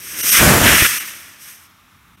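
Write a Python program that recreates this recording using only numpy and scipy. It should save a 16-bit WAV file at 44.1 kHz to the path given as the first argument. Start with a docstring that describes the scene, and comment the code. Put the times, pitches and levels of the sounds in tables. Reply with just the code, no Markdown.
"""A swelling hiss over a soft flutter of flame: a small solid-fuel rocket motor catches, some way off
on a grassy slope at dusk. Its gas jet breaks into a roar at full pressure, chuffs and thumps as the
pressure collapses, and dies away with one last spurt of gas and a tiny spark. The ground mirrors the
hiss and hollows it, the woods echo the roar; faint open-air noise and a low breeze lie behind."""
import sys
import numpy as np
from scipy import signal
from scipy.fft import rfft, irfft
from scipy.io import wavfile
from scipy.ndimage import map_coordinates

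SR = 44100
rng = np.random.default_rng(int(sys.argv[2]) if len(sys.argv) > 2 else 0)


def master_out(mix):
    """Clip the mix to full scale and print it as 16-bit PCM to the path in sys.argv[1]."""
    frames = np.transpose(np.atleast_2d(mix))
    ceiling = np.clip(frames, -1, 1)
    pcm = np.round(ceiling * 32767).astype(np.int16)
    wavfile.write(sys.argv[1], SR, pcm)


N = 97020

# Tone of the open-air bed. Each row: frequency in Hz, relative level in dB.
AIR_TONE = [(20, -40.5), (50, -13.5), (85, 3), (130, -3.5), (280, -6.5), (400, -19), (520, -19.5),
            (800, -10.5), (1200, -1), (1700, -8), (2400, -8), (3000, -13), (3700, -10.5), (4600, -22.5),
            (5700, -18.5), (7500, -21), (10300, -20.5), (12000, -17.5), (16000, -23.5)]
# Low rumble of the breeze. Each row: frequency in Hz, relative level in dB.
BREEZE_TONE = [(20, -27), (70, 4.5), (220, -2.5), (450, -20), (1500, -49)]
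# The breeze drops and returns. Each row: time in seconds, level in dB.
BREEZE_FADE = [(0, -52.5), (.9, -56), (1.3, -74.5), (1.6, -73), (1.85, -61), (2.05, -55.5), (2.2, -53.5)]
# What the wooded slope scatters back. Each row: frequency in Hz, relative level in dB.
WOODS_TONE = [(30, -21.5), (100, -6), (250, -1.5), (450, -4), (700, -2), (1200, 1.5), (2500, -8.5),
              (5000, 5), (16000, -30)]
# The spark, all top end. Each row: frequency in Hz, relative level in dB.
SPARK_TONE = [(3000, -30), (8000, -10), (12000, 0), (16000, 0)]
# Warm body of the flame. Each row: frequency in Hz, relative level in dB.
FLAME_TONE = [(30, -30), (90, -5.5), (150, -4.5), (370, -0.5), (550, -8.5), (800, -11.5), (2000, -37.5)]
# The flame grows as the fuel catches. Each row: time in seconds, level in dB.
FLAME_FADE = [(0, -53), (.11, -55), (.16, -43), (.26, -38), (.3, -36.5), (.35, -36), (.42, -31), (.55, -79)]
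# Dull puff of gas around the thump. Each row: frequency in Hz, relative level in dB.
PUFF_TONE = [(30, -26), (70, -5), (200, -4), (420, 0), (600, -8), (1500, -25)]
# Bright hiss of the nozzle. Each row: frequency in Hz, relative level in dB.
HISS_TONE = [(1500, -33), (3500, -8), (5000, -1.5), (5800, 0.5), (7300, -0.5), (8800, 0.5), (10300, -2),
             (11700, 2.4), (12700, -1), (13350, -6.5), (14500, -2.5), (15800, -10)]
# The hiss swells, sinks and spurts once more. Each row: time in seconds, level in dB.
HISS_FADE = [(0, -38.5), (.12, -30), (.155, -31.5), (.2, -22.5), (.225, -20.5), (.25, -18.5), (.31, -11),
             (.37, -10.5), (.41, -15), (.45, -14), (.6, -19), (.67, -15), (.8, -14), (.86, -15.5),
             (.89, -19.5), (.98, -23.5), (1.02, -28.5), (1.037, -34.5), (1.08, -31), (1.13, -37),
             (1.35, -48), (1.375, -52), (1.42, -40), (1.5, -39), (1.59, -48.5), (1.665, -52), (1.7, -78),
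             (2.2, -78)]
# Bounce off the slope, blurred away while the plume is wide.
# Each row: time in seconds, gain relative to the direct hiss.
GROUND_BOUNCE = [(.38, .52), (.44, 0.05), (.59, 0), (.64, .29), (.95, 0.29), (1.6, 0.46)]
# Midrange rush of the plume. Each row: frequency in Hz, relative level in dB.
RUSH_TONE = [(20, -46.5), (40, -31), (80, -18), (200, -14), (350, -16), (520, -20.5), (780, -23.5),
             (1000, -11.5), (1300, -4.5), (1750, 0), (2500, -0.5), (3300, -5.5), (4300, -14.5), (8000, -34)]
# Rise and fall of the rush. Each row: time in seconds, level in dB.
RUSH_FADE = [(0, -43), (.17, -33.5), (.2, -30.5), (.28, -24), (.38, -11.5), (.43, -15), (.6, -20.5),
             (.67, -11.5), (.865, -13), (.877, -21.5), (.97, -24), (1.05, -33.5), (1.14, -38),
             (1.38, -50.5), (1.48, -43.5), (1.66, -56.5), (1.7, -70), (2.2, -73)]
# Chuffs as the pressure collapses. 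Each row: time in seconds, lift of the rush in dB.
CHUFF_HITS = [(0.784, 5.5), (0.823, 2), (.836, -0.5), (0.848, 5.5), (0.853, 8.5), (.865, 6)]
# Bass-heavy roar of the jet. Each row: frequency in Hz, relative level in dB.
ROAR_TONE = [(20, -43.5), (32, -20.5), (50, 4.5), (80, 3), (190, 0), (330, -2.5), (490, -5.5), (590, -3),
             (780, -8.5), (1200, -7), (1800, -9), (2700, -23), (4500, -27.5), (7300, -18.5), (10000, -24),
             (16000, -31.5)]
# The roar opens up at full chamber pressure. Each row: time in seconds, level in dB.
ROAR_FADE = [(0, -60), (.3, -57.5), (.38, -35), (.41, -12.5), (.5, -9.5), (.56, -12), (.605, -16.5),
             (.655, -11), (.71, -16.5), (.74, -17.5), (.8, -26.5), (.865, -32), (.885, -60), (1.1, -73)]
# Moments when the whole mix thins. Each row: time in seconds, depth in dB.
LEVEL_DIPS = [(.2235, -20), (.31, -14), (.993, -20), (2.165, -15)]

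FLUTTER_PER_S = 86
GROUND_LAG_S = .342e-3
TIME = np.arange(N) / SR
HZ = np.arange(N // 2 + 1) * SR / N


def undb(db):
    """Decibels to gain."""
    return 10 ** (np.asarray(db) / 20)


def curve(rows):
    """An envelope of straight lines through (seconds, value) points."""
    return np.interp(TIME, *np.array(rows, float).T)


def noise(tone):
    """Noise of rms 1, shaped by a tone table."""
    hz, db = np.array(tone, float).T
    gain = undb(np.interp(np.log(np.maximum(HZ, 1)), np.log(hz), db))
    shaped = irfft(rfft(rng.standard_normal(N)) * gain * (HZ > 10), N)
    return shaped / shaped.std()


def wobble(rate):
    """Smooth random movement of spread 1 that changes about rate times a second."""
    gain = HZ / (HZ + 2) / (1 + (2 * HZ / rate) ** 2)
    drift = irfft(rfft(rng.standard_normal(N)) * gain, N)
    return drift / drift.std()


def bumps(rows, width_s):
    """A bell-shaped swell for each (seconds, height) row."""
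    return sum(height * np.exp(-.5 * ((TIME - at) / width_s) ** 2) for at, height in rows)


def outdoors():
    """The bed: faint, steady open-air noise and a low breeze."""
    air = noise(AIR_TONE) * undb(-52.5 + .6 * wobble(10))
    breeze = noise(BREEZE_TONE) * undb(curve(BREEZE_FADE))
    return air + breeze


def woods_echo(source, level_db=-34.5, build_s=.17, t60_s=2.47):
    """The trees scatter the sound into a diffuse tail that builds up and fades slowly."""
    build = np.minimum(TIME / build_s, 1) ** 2
    decay = np.exp(-np.log(1000) * TIME / t60_s)
    tail = noise(WOODS_TONE) * build * decay
    return undb(level_db) * signal.fftconvolve(source, tail / np.linalg.norm(tail))[:N]


def spark(at_s=1.699, level_db=-52):
    """A spark lands with one tiny, bright fizz as the hiss stops."""
    return noise(SPARK_TONE) * bumps([(at_s, undb(level_db))], width_s=.002)


def flame():
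    """The soft, low flutter of the flame before the pressure is up."""
    return noise(FLAME_TONE) * undb(curve(FLAME_FADE))


def gas_thump(at_s=.8245, width_s=.0021, push_db=-12, puff_db=-18):
    """A slug of gas pushes the air and pulls it back, inside a rough puff."""
    age = (TIME - at_s) / width_s
    push = -undb(push_db) * age * np.exp(.5 - .5 * age ** 2)
    puff = noise(PUFF_TONE) * bumps([(at_s, undb(puff_db))], width_s=.0038)
    return push + puff


def nozzle_hiss(flutter_db=.46):
    """Fine turbulence at the nozzle, hollowed by its own slightly later bounce off the ground."""
    direct = noise(HISS_TONE)
    bounced = map_coordinates(direct, [np.arange(N) - GROUND_LAG_S * SR], order=3, mode="mirror")
    share = curve(GROUND_BOUNCE)
    hollow = (direct + share * bounced) / np.hypot(1, share)
    return hollow * undb(curve(HISS_FADE) + flutter_db * wobble(FLUTTER_PER_S))


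def plume_rush(flutter_db=.6, sag_db=-2.5):
    """Larger eddies in the plume; they come in chuffs, with sags between, as the fuel runs out."""
    sag = np.minimum(bumps([(at, 1) for at, _ in CHUFF_HITS], width_s=.0073), 1)
    chuff_db = bumps(CHUFF_HITS, width_s=.0016) + sag_db * sag
    return noise(RUSH_TONE) * undb(curve(RUSH_FADE) + flutter_db * wobble(FLUTTER_PER_S) + chuff_db)


def jet_roar(flutter_db=1.65):
    """The deep, ragged roar of the jet at full pressure."""
    return noise(ROAR_TONE) * undb(curve(ROAR_FADE) + flutter_db * wobble(2 * FLUTTER_PER_S))


def thin_out(mix, sharpness=14, crest_db=3):
    """The level dips briefly; only narrow bands at the crests of the hollowed hiss ring on."""
    lag_cycles = HZ * GROUND_LAG_S
    comb = (np.cos(np.pi * lag_cycles) ** 2) ** sharpness
    crests = irfft(rfft(mix) * comb * (lag_cycles > .5), N)  # skip the comb's bass tooth
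    gain = undb(bumps(LEVEL_DIPS, width_s=.0044))
    return gain * mix + (1 - gain) * undb(crest_db) * crests


def scene():
    """The motor, its echo, the field and the spark, the same in both ears."""
    motor = nozzle_hiss() + flame() + plume_rush() + jet_roar() + gas_thump()
    mono = thin_out(motor + woods_echo(motor) + outdoors() + spark())
    return np.array([mono, mono])


def record(dry):
    """Soft-clip the highest peaks and cut the very top end."""
    ceiling, top_hz = .87, 15750
    rounded = dry / (1 + (dry / ceiling) ** 8) ** (1 / 8)
    lowpass = signal.ellip(12, .1, 80, top_hz, fs=SR, output="sos")
    return signal.sosfilt(lowpass, rounded)


dry = scene()
out = record(dry)
master_out(out)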